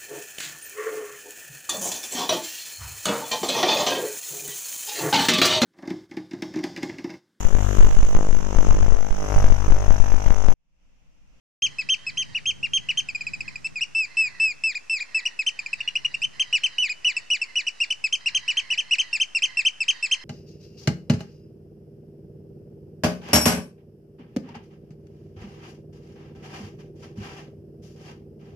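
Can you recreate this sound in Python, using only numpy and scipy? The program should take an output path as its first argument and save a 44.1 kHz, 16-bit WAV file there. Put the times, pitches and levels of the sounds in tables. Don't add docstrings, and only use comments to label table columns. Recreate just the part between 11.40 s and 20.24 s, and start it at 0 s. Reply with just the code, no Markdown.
import sys
import numpy as np
from scipy import signal
from scipy.fft import rfft, irfft, next_fast_len
from scipy.io import wavfile
from scipy.ndimage import map_coordinates

SR = 44100
rng = np.random.default_rng(int(sys.argv[2]) if len(sys.argv) > 2 else 0)


def generate_wav(sig):
    pcm = np.round(np.clip(np.atleast_2d(sig).T, -1, 1) * 32767).astype(np.int16)
    wavfile.write(sys.argv[1], SR, pcm)


N = 389844

# time_s, relative_level_db
GUSTS = [(.22, -43.5), (.6, -58), (0.751, -48), (1.3, -48), (1.6, -50.5), (1.95, -46.5), (2.4, -55.5),
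         (3.1, -57.5), (3.9, -72.5), (4.35, -57), (4.9, -54.5), (5.3, -61.5), (6.4, -69), (6.85, -61),
         (6.96, -53.5), (7.1, -60.5), (8.8, -64.5)]
# frequency_hz, density_db
RUMBLE_SPECTRUM = [(25, -14.5), (45, -14.5), (70, -4.5), (130, 4.5), (170, 3.5), (210, -4.5), (290, -7.5),
                   (380, -16), (600, -21), (1200, -48.5), (3000, -120)]
AIR_SPECTRUM = [(25, -1), (60, -8), (170, 1), (300, -0.5), (500, 0), (950, -1.5), (1350, -4), (2000, -3.5),
                (2800, -7), (3800, -11.5), (6000, -6.5), (9000, -17), (12000, -28.5), (15500, -52)]
# frequency_hz, correlation
PORT_COHERENCE = [(25, 0.24), (60, -0.079), (130, -0.8), (260, -0.81), (500, -0.74), (1000, -0.39),
                  (2000, 0.6), (8000, -0.07)]
# frequency_hz, left_minus_right_db
SHORE_BALANCE = [(250, -0.5), (500, -0.5), (1000, -2.5), (2000, -8.5), (4000, -1)]

# start_s, length_s, top_pitch_hz, pitch_lost_share, relative_level_db, treble_db
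GULL_CRIES = [(0.214, 0.47, 1025, 0.15, -54.5, -2), (0.617, 0.43, 1011, 0.12, -54, -4),
              (1.38, 0.33, 1023, 0.36, -54.5, -8), (1.7, 0.35, 1030, 0.081, -55.5, 17),
              (2.037, 0.13, 1070, .1, -50, -7), (2.65, 0.26, 1040, .14, -52, -11),
              (2.85, 0.23, 1020, 0.19, -49.5, -26), (3.521, 0.27, 1111, .12, -53.5, -8),
              (3.711, 0.24, 992, 0.087, -49.5, -14), (3.997, .31, 955, 0.067, -55.5, -6),
              (4.197, 0.35, 1032, 0.27, -50, 2), (4.501, .34, 1035, .14, -53, -0.5),
              (4.92, 0.23, 1036, .1, -50, -4), (5.099, 0.38, 1067, 0.17, -49.5, 4),
              (5.617, 0.23, 1002, 0.088, -49.5, -5), (5.943, .33, 1082, .18, -51.5, -18),
              (6.296, 0.25, 980, 0.19, -54, 11), (6.779, 0.44, 1018, .1, -48, 0.5),
              (7.025, 0.43, 1170, 0.27, -48, -13), (7.419, 0.42, 1072, 0.23, -49.5, -5),
              (7.995, 0.26, 1048, 0.17, -47.5, -12), (8.421, 0.2, 970, 0.059, -47.5, -3),
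              (8.575, 0.45, 1056, 0.071, -47.5, 3)]
GULL_HARMONICS = [-13.5, -2.5, -4.5, -3, -1, -15, -25]
# frequency_hz, density_db
GULL_THROAT = [(400, -37), (750, -15.5), (1020, -3), (1350, -15), (1600, -2), (1950, 4.5), (2400, -17),
               (3300, -30.5), (4200, -0.5), (5200, -10), (6500, -28), (9000, -39.5), (12000, -51.5),
               (15500, -79)]

# frequency_hz, t60_s
SHORE_DECAY = [(500, 0.057), (3000, 0.32), (12000, 0.15)]
HARBOUR_DECAY = [(500, 0.22), (3000, 1), (6500, 0.62), (12000, 0.61)]
QUAY_DECAY = [(500, 0.054), (3000, 0.1), (6500, 0.15), (12000, 0.0072)]
# delay_s, left_db, right_db
WALL_ECHOES = [(.0019, -54, -34.5), (.0029, -18, -35), (.0042, -11.5, -25.5), (.0072, -22.5, -18),
               (0.023, -17, -25.5)]

# pitch_hz, second_db, third_db, fourth_db, fifth_db
TRACT_COLOUR = [(1410, 7, 1, -18.5, -33), (1900, 1, -23, -30.5, -51), (2375, -4, -12, -42.5, -55.5),
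                (2500, -8.5, -18.5, -37.5, -48), (2650, -11, -21.5, -38.5, -52.5),
                (2925, -12.5, -37, -51, -66.5), (2980, -14.5, -33, -59.5, -89.5),
                (3219, -4.5, -28.5, -50, -89)]
# time_s, gain_db
TREBLE_GAIN = [(.2, -3.5), (1.4, 1.5), (1.9, 1.5), (4.5, 4), (6.6, 2.5), (8.8, 4)]
# start_hz, shoulder_hz, end_hz, slump_share, dive_exponent, start_db, shoulder_db, dive_db
PIP_CONTOUR = (2513.5, 2425, 2084, 0.91, 4, -5.5, -5.5, -33)
PEEP_CONTOUR = (2588.5, 2663.5, 1424.5, 0.57, 3, -3.5, -2, -37)
TICK_CONTOUR = (2509, 2389.5, 2208.5, 0.8, 1.3, -2.2, 4, -35)
WHISTLE_CONTOUR = (2693, 2483.5, 1946.5, 0.92, 12.5, -2, -7.5, -23)
HICCUP_CONTOUR = (1756, 2472, 1938, -10, 3.8, -15, -3, -21.5)
# start_s, rise_s, hold_s, fall_s, top_pitch_hz, level_db, brightness_db
PIP_NOTES = [(0.2209, 0.0063, 0.024, 0.029, 3187, -17.5, 0.5), (0.4881, 0.017, 0.026, 0.023, 3157, -16, -1),
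             (0.771, 0.0085, 0.034, 0.026, 3155, -21.5, 2), (1.0559, 0.013, 0.026, 0.027, 3187, -18.5, -3),
             (1.3332, 0.0037, 0.032, 0.019, 3191, -17, -2.5),
             (1.5719, 0.0043, 0.018, 0.017, 3154, -18, 1.5),
             (2.4082, 0.021, 0.00082, 0.017, 2883, -18, 0.5),
             (3.8532, 0.012, 0.0014, 0.019, 2900, -17.5, 0), (4.0635, 0.009, 0.0083, 0.021, 3096, -17, 1),
             (4.8175, 0.031, 0, 0.0088, 3094, -17, -1.5), (4.9955, 0.007, 0.012, 0.02, 3152, -16.5, -1.0),
             (5.2344, 0.008, 0.0074, 0.029, 3110, -16, -2), (6.2664, 0.009, 0, 0.024, 2965, -17.5, 1),
             (6.5034, 0.0078, 0.0085, 0.014, 3007, -17, 2.5),
             (6.7245, 0.006, 0.011, 0.023, 3150, -17.0, 2.5),
             (6.9463, 0.0054, 0.013, 0.021, 3156, -16.0, 1.5),
             (7.169, 0.007, 0.01, 0.023, 3158, -16.5, -1.5), (7.3754, 0.017, 0, 0.026, 3170, -17, -0.5),
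             (7.5834, 0.018, 0.0015, 0.023, 3186, -15.0, -0.5), (7.7995, 0.019, 0, 0.025, 3170, -15, -0.5),
             (8.0206, 0.021, 0, 0.025, 3183, -14.0, 0), (8.2499, 0.021, 0, 0.023, 3155, -13, -2.0),
             (8.4807, 0.01, 0.0073, 0.02, 3168, -14.5, 0.5), (8.7119, 0.014, 0.004, 0.023, 3183, -15, 1.5)]
PEEP_NOTES = [(0.3846, 0.0097, 0.00078, 0.035, 2620, -21.5, 1), (0.6655, 0.014, 0.0, 0.031, 2598, -23, 2),
              (0.9473, 0.012, 0.00084, 0.036, 2905, -19, -8.5), (1.2286, 0.013, 0.0, 0.034, 2858, -19, -7),
              (1.4867, 0.008, 0.0031, 0.028, 2936, -16.5, -6.5),
              (2.2442, 0.02, 0.002, 0.0098, 2687, -23, 2.5), (2.3565, 0.0087, 0, 0.044, 2500, -24, -4.5),
              (3.2365, 0.0015, 0.018, 0.083, 2665, -18.0, 0.5),
              (3.4964, 0.0011, 0.02, 0.089, 2680, -19.5, 1.5), (3.7451, 0.0035, 0.015, 0.05, 2652, -19, -1),
              (3.99, 0.004, 0.0019, 0.038, 2610, -18.5, -2.5), (5.1269, 0.008, 0.006, 0.048, 2935, -14, -2),
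              (5.3816, 0.006, 0.023, 0.083, 2993, -15.5, -2), (5.6454, 0.0079, 0.0089, 0.07, 2953, -15, -2),
              (5.9018, 0.015, 0.0059, 0.054, 2948, -15.5, 0.5),
              (6.1554, 0.011, 0.0045, 0.053, 2944, -16.5, 0.5),
              (6.4017, 0.019, 0.00037, 0.035, 2837, -16.5, 0.0),
              (6.6396, 0.0017, 0.0069, 0.033, 2612, -18, 0.5), (6.8589, 0.013, 0.0, 0.026, 2860, -16, 0),
              (7.0783, 0.015, 0, 0.037, 2980, -16.0, -0.5), (7.3026, 0.014, 0, 0.042, 2970, -16.5, -1.0),
              (7.5095, 0.019, 0.0008, 0.033, 2910, -13.5, -1.5),
              (7.7286, 0.0028, 0.0093, 0.041, 2737, -17.0, 1),
              (7.9481, 0.0042, 0.0042, 0.043, 2760, -17.0, 1),
              (8.1704, 0.004, 0.0078, 0.045, 2710, -15.5, -1),
              (8.4038, 0.0024, 0.0037, 0.037, 2684, -18.5, 1.0),
              (8.626, 0.0041, 0.0082, 0.039, 2687, -19.5, 3)]
TICK_NOTES = [(1.6866, 0.0015, 0.0031, 0.025, 2580, -22, -1),
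              (1.7474, 0.01, 0.0036, 0.0048, 2460, -22.0, -4),
              (1.8079, 0.0057, 0.0038, 0.011, 2470, -22.5, -3),
              (1.8668, 0.002, 0.0076, 0.019, 2532, -23, -2),
              (1.9341, 0.00067, 0.0082, 0.015, 2534, -23, -2.5),
              (2.0059, 0.0012, 0.0033, 0.013, 2560, -22, -2),
              (2.0788, 0.0012, 0.0041, 0.013, 2550, -24.5, -2),
              (2.156, 0.0063, 0.001, 0.0056, 2480, -25, -2.5),
              (4.1901, 0.0012, 0.0018, 0.016, 2500, -20.5, -2),
              (4.2606, 0.002, 0.00083, 0.014, 2480, -22, -2.5),
              (4.33, 0.0023, 0.0051, 0.0097, 2650, -18.5, -5),
              (4.404, 0.0075, 0.0011, 0.0073, 2850, -20.0, -6.5),
              (4.4757, 0.0035, 0.0092, 0.0044, 2880, -18, -6.5),
              (4.5539, 0.013, 0.0045, 0.005, 2920, -17.5, -4),
              (4.6469, 0.0054, 0.0097, 0.0037, 2890, -16.5, -5.5),
              (4.741, 0.0066, 0.0025, 0.007, 2790, -19, -4.5),
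              (5.7657, 0.0037, 0.0054, 0.019, 2680, -19, 2),
              (6.015, 0.0015, 0.0082, 0.026, 2696, -18.0, 0.5)]
WHISTLE_NOTES = [(2.5483, 0.0044, 0.044, 0.062, 2662, -18.5, -1.5),
                 (2.7691, 0.0054, 0.03, 0.084, 2650, -16.5, -2.5),
                 (2.9986, 0.0048, 0.041, 0.083, 2652, -17.5, -2)]
HICCUP_NOTES = [(3.3442, 0.014, 0.0068, 0.016, 2486, -25, -2),
                (3.5941, 0.018, 0.0065, 0.014, 2465, -24.5, -2.5),
                (5.4857, 0.015, 0.0089, 0.021, 2513, -22.5, -0.5)]


def amp(db):
    return 10 ** (np.asarray(db) / 20)


def unit(x):
    return x / np.sqrt(np.mean(x ** 2) + 1e-20)


def ease(u):
    return np.sin(np.pi / 2 * np.clip(u, 0, 1)) ** 2


def along(points, hz):
    frequencies, values = np.transpose(points)
    return np.interp(np.log(hz + 1), np.log(frequencies + 1), values)


def wobble(rate_hz, size):
    knots = rng.standard_normal(int(size * rate_hz / SR) + 4)
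    return map_coordinates(knots, [np.arange(size) * rate_hz / SR])


def filtered(x, response):
    size = next_fast_len(N + SR // 2)
    return irfft(rfft(x, size) * response(np.fft.rfftfreq(size, 1 / SR)), size)[..., :N]


def add(track, start_s, sound):
    part = track[max(round(start_s * SR), 0):][:len(sound)]
    part += sound[:len(part)]


def port_noise(spectrum):
    def response(hz):
        angle = np.arccos(np.clip(along(PORT_COHERENCE, hz), -1, 1)) / 2
        return amp(along(spectrum, hz)) * [np.cos(angle), np.sin(angle)]
    mid, side = filtered(rng.standard_normal((2, N)), response)
    return unit(np.array([mid + side, mid - side]))


def breeze():
    gust_db = np.interp(np.arange(N) / SR, *np.transpose(GUSTS))
    rumble_db = gust_db + 1 + 1.3 * wobble(9.1, N) + 1.7 * wobble(38, N)
    rumble = amp(rumble_db) * port_noise(RUMBLE_SPECTRUM)
    air = amp(-54 + 0.21 * wobble(3.6, N)) * port_noise(AIR_SPECTRUM)
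    return rumble + air


def reverberation(x, decay, delay_s, width):
    hz, t, spectra = signal.stft(rng.standard_normal((2, SR // 2)), SR, nperseg=256)
    envelope = amp(-60 * t / along(decay, hz)[:, None])
    mid, side = signal.istft(spectra * envelope, SR, nperseg=256)[1]
    tail = np.array([mid + width * side, mid - width * side])
    delayed = np.pad(x, (round(delay_s * SR), 0))
    return signal.fftconvolve(delayed[None], tail / np.linalg.norm(tail[0]), axes=1)[:, :N]


def gulls(jitter=0.0078, crest_share=.3, rise_share=0.064, flutter_db=3.0):
    voiced, rasp_envelope = np.zeros(N), np.zeros(N)
    for start_s, length_s, top_hz, sag, level_db, treble_db in GULL_CRIES:
        u = np.linspace(0, 1, int(length_s * SR))
        before = np.clip(1 - u / crest_share, 0, 1)
        after = np.clip((u - crest_share) / (1 - crest_share), 0, 1)
        pitch = top_hz * (1 - rise_share * before ** 2 - sag * after ** 0.99)
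        phase = 2 * np.pi * np.cumsum(pitch * (1 + jitter * wobble(500, len(u)))) / SR
        cry = sum(amp(db + treble_db * (k > 2)) * np.sin(k * phase)
                  for k, db in enumerate(GULL_HARMONICS, 1))
        swell = np.abs(np.sin(np.pi * u)) ** .5
        flutter = amp(flutter_db * wobble(70, len(u)))
        envelope = np.sqrt(.5) * amp(level_db) * unit(swell * flutter)
        add(voiced, start_s, envelope * unit(cry))
        add(rasp_envelope, start_s, envelope)
    rasp = unit(filtered(rng.standard_normal(N), lambda hz: amp(along(GULL_THROAT, hz))))
    cries = voiced + rasp_envelope * rasp
    return amp(-5) * cries + amp(-6) * reverberation(cries, SHORE_DECAY, delay_s=.005, width=.95)


def quay(x):
    def comb(hz):
        return 1 + sum(amp([[left_db], [right_db]]) * np.exp(-2j * np.pi * hz * delay_s)
                       for delay_s, left_db, right_db in WALL_ECHOES)
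    near = amp(-17) * reverberation(x, QUAY_DECAY, delay_s=.002, width=.6)
    far = amp(-28.5) * reverberation(x, HARBOUR_DECAY, delay_s=0.022, width=0.45)
    return filtered(x, comb) + near + far


def register_leap(pitch, top_hz, break_hz, half_leap_hz):
    over = (pitch - break_hz) / half_leap_hz
    clears_break = top_hz > break_hz + half_leap_hz
    return clears_break * half_leap_hz * np.tanh(10 * over) * np.exp(-over ** 2)


def arch(contour, t, rise_s, hold_s, fall_s, top_hz, dome_hz=37.04):
    start_hz, shoulder_hz, end_hz, slump_share, dive_exponent, start_db, shoulder_db, dive_db = contour
    shoulder_hz = min(shoulder_hz, top_hz)
    climb_left = 1 - ease(t / rise_s)
    spent = np.clip((t - rise_s - hold_s) / fall_s, 0, 1)
    slump, dive = ease(spent / slump_share), spent ** dive_exponent
    dome_s = rise_s + hold_s + 0.17 * fall_s
    pitch = top_hz - (top_hz - start_hz) * climb_left
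    pitch -= (top_hz - shoulder_hz) * slump + (shoulder_hz - end_hz) * dive
    pitch -= dome_hz * np.clip(2 * t / dome_s - 1, -1, 1) ** 2
    flip_up = (t < rise_s) * register_leap(pitch, top_hz, break_hz=2900, half_leap_hz=103)
    flip_down = (spent > 0) * register_leap(pitch, top_hz, break_hz=2790, half_leap_hz=78)
    level_db = start_db * climb_left + shoulder_db * slump + dive_db * dive
    return pitch + flip_up + flip_down, level_db, spent


def syrinx(contour, rise_s, hold_s, fall_s, top_hz, second_db, upper_db):
    attack_s, release_s, shortest_fall_s = .0017, .00063, .006
    rise_s, fall_s = max(rise_s, attack_s), max(fall_s, shortest_fall_s)
    length_s = rise_s + hold_s + fall_s
    t = np.arange(int(length_s * SR)) / SR
    shake = lambda rate_hz: wobble(rate_hz, SR // 4)[:len(t)]
    pitch, level_db, spent = arch(contour, t, rise_s, hold_s, fall_s, top_hz)
    jitter = 0.0024 * (1 + 3.6 * spent ** 2) * shake(900)
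    waver = 0.0022 * shake(150)
    phase = 2 * np.pi * np.cumsum(pitch * (1 + jitter + waver)) / SR
    tone = np.sin(phase)
    tract_hz, *tract_db = np.transpose(TRACT_COLOUR)
    for k, colour_db in enumerate(tract_db, 2):
        edge_db = second_db if k == 2 else upper_db - 6 * (k - 3) * spent
        shimmer_db = 1.7 * shake(350)
        tone += amp(np.interp(pitch, tract_hz, colour_db) + edge_db + shimmer_db) * np.sin(k * phase)
    gate = np.clip(t / attack_s, 0, 1) * np.clip((length_s - t) / release_s, 0, 1)
    tremble_db = 1.15 * shake(160)
    return tone * gate * amp(level_db + tremble_db)


def oystercatchers():
    track = np.zeros(N)
    kinds = [(PIP_NOTES, PIP_CONTOUR), (PEEP_NOTES, PEEP_CONTOUR), (TICK_NOTES, TICK_CONTOUR),
             (WHISTLE_NOTES, WHISTLE_CONTOUR), (HICCUP_NOTES, HICCUP_CONTOUR)]
    for notes, contour in kinds:
        for start_s, rise_s, hold_s, fall_s, top_hz, level_db, brightness_db in notes:
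            second_db = brightness_db - 1.5
            upper_db = second_db + np.interp(start_s, *np.transpose(TREBLE_GAIN))
            note = syrinx(contour, rise_s, hold_s, fall_s, top_hz, second_db, upper_db)
            add(track, start_s, amp(level_db) * note)
    return track


def scene():
    balance = lambda hz: amp(np.array([[1], [-1]]) * along(SHORE_BALANCE, hz) / 2)
    shore = filtered(gulls() + breeze(), balance)
    return quay(oystercatchers()) + shore


def record(dry, switch_on_s=.2205, band_limit_hz=15600, dc_offset=-.003):
    switched_on = np.arange(N) / SR > switch_on_s
    return filtered((dry + dc_offset) * switched_on, lambda hz: hz < band_limit_hz)


dry = scene()
out = record(dry)
generate_wav(out)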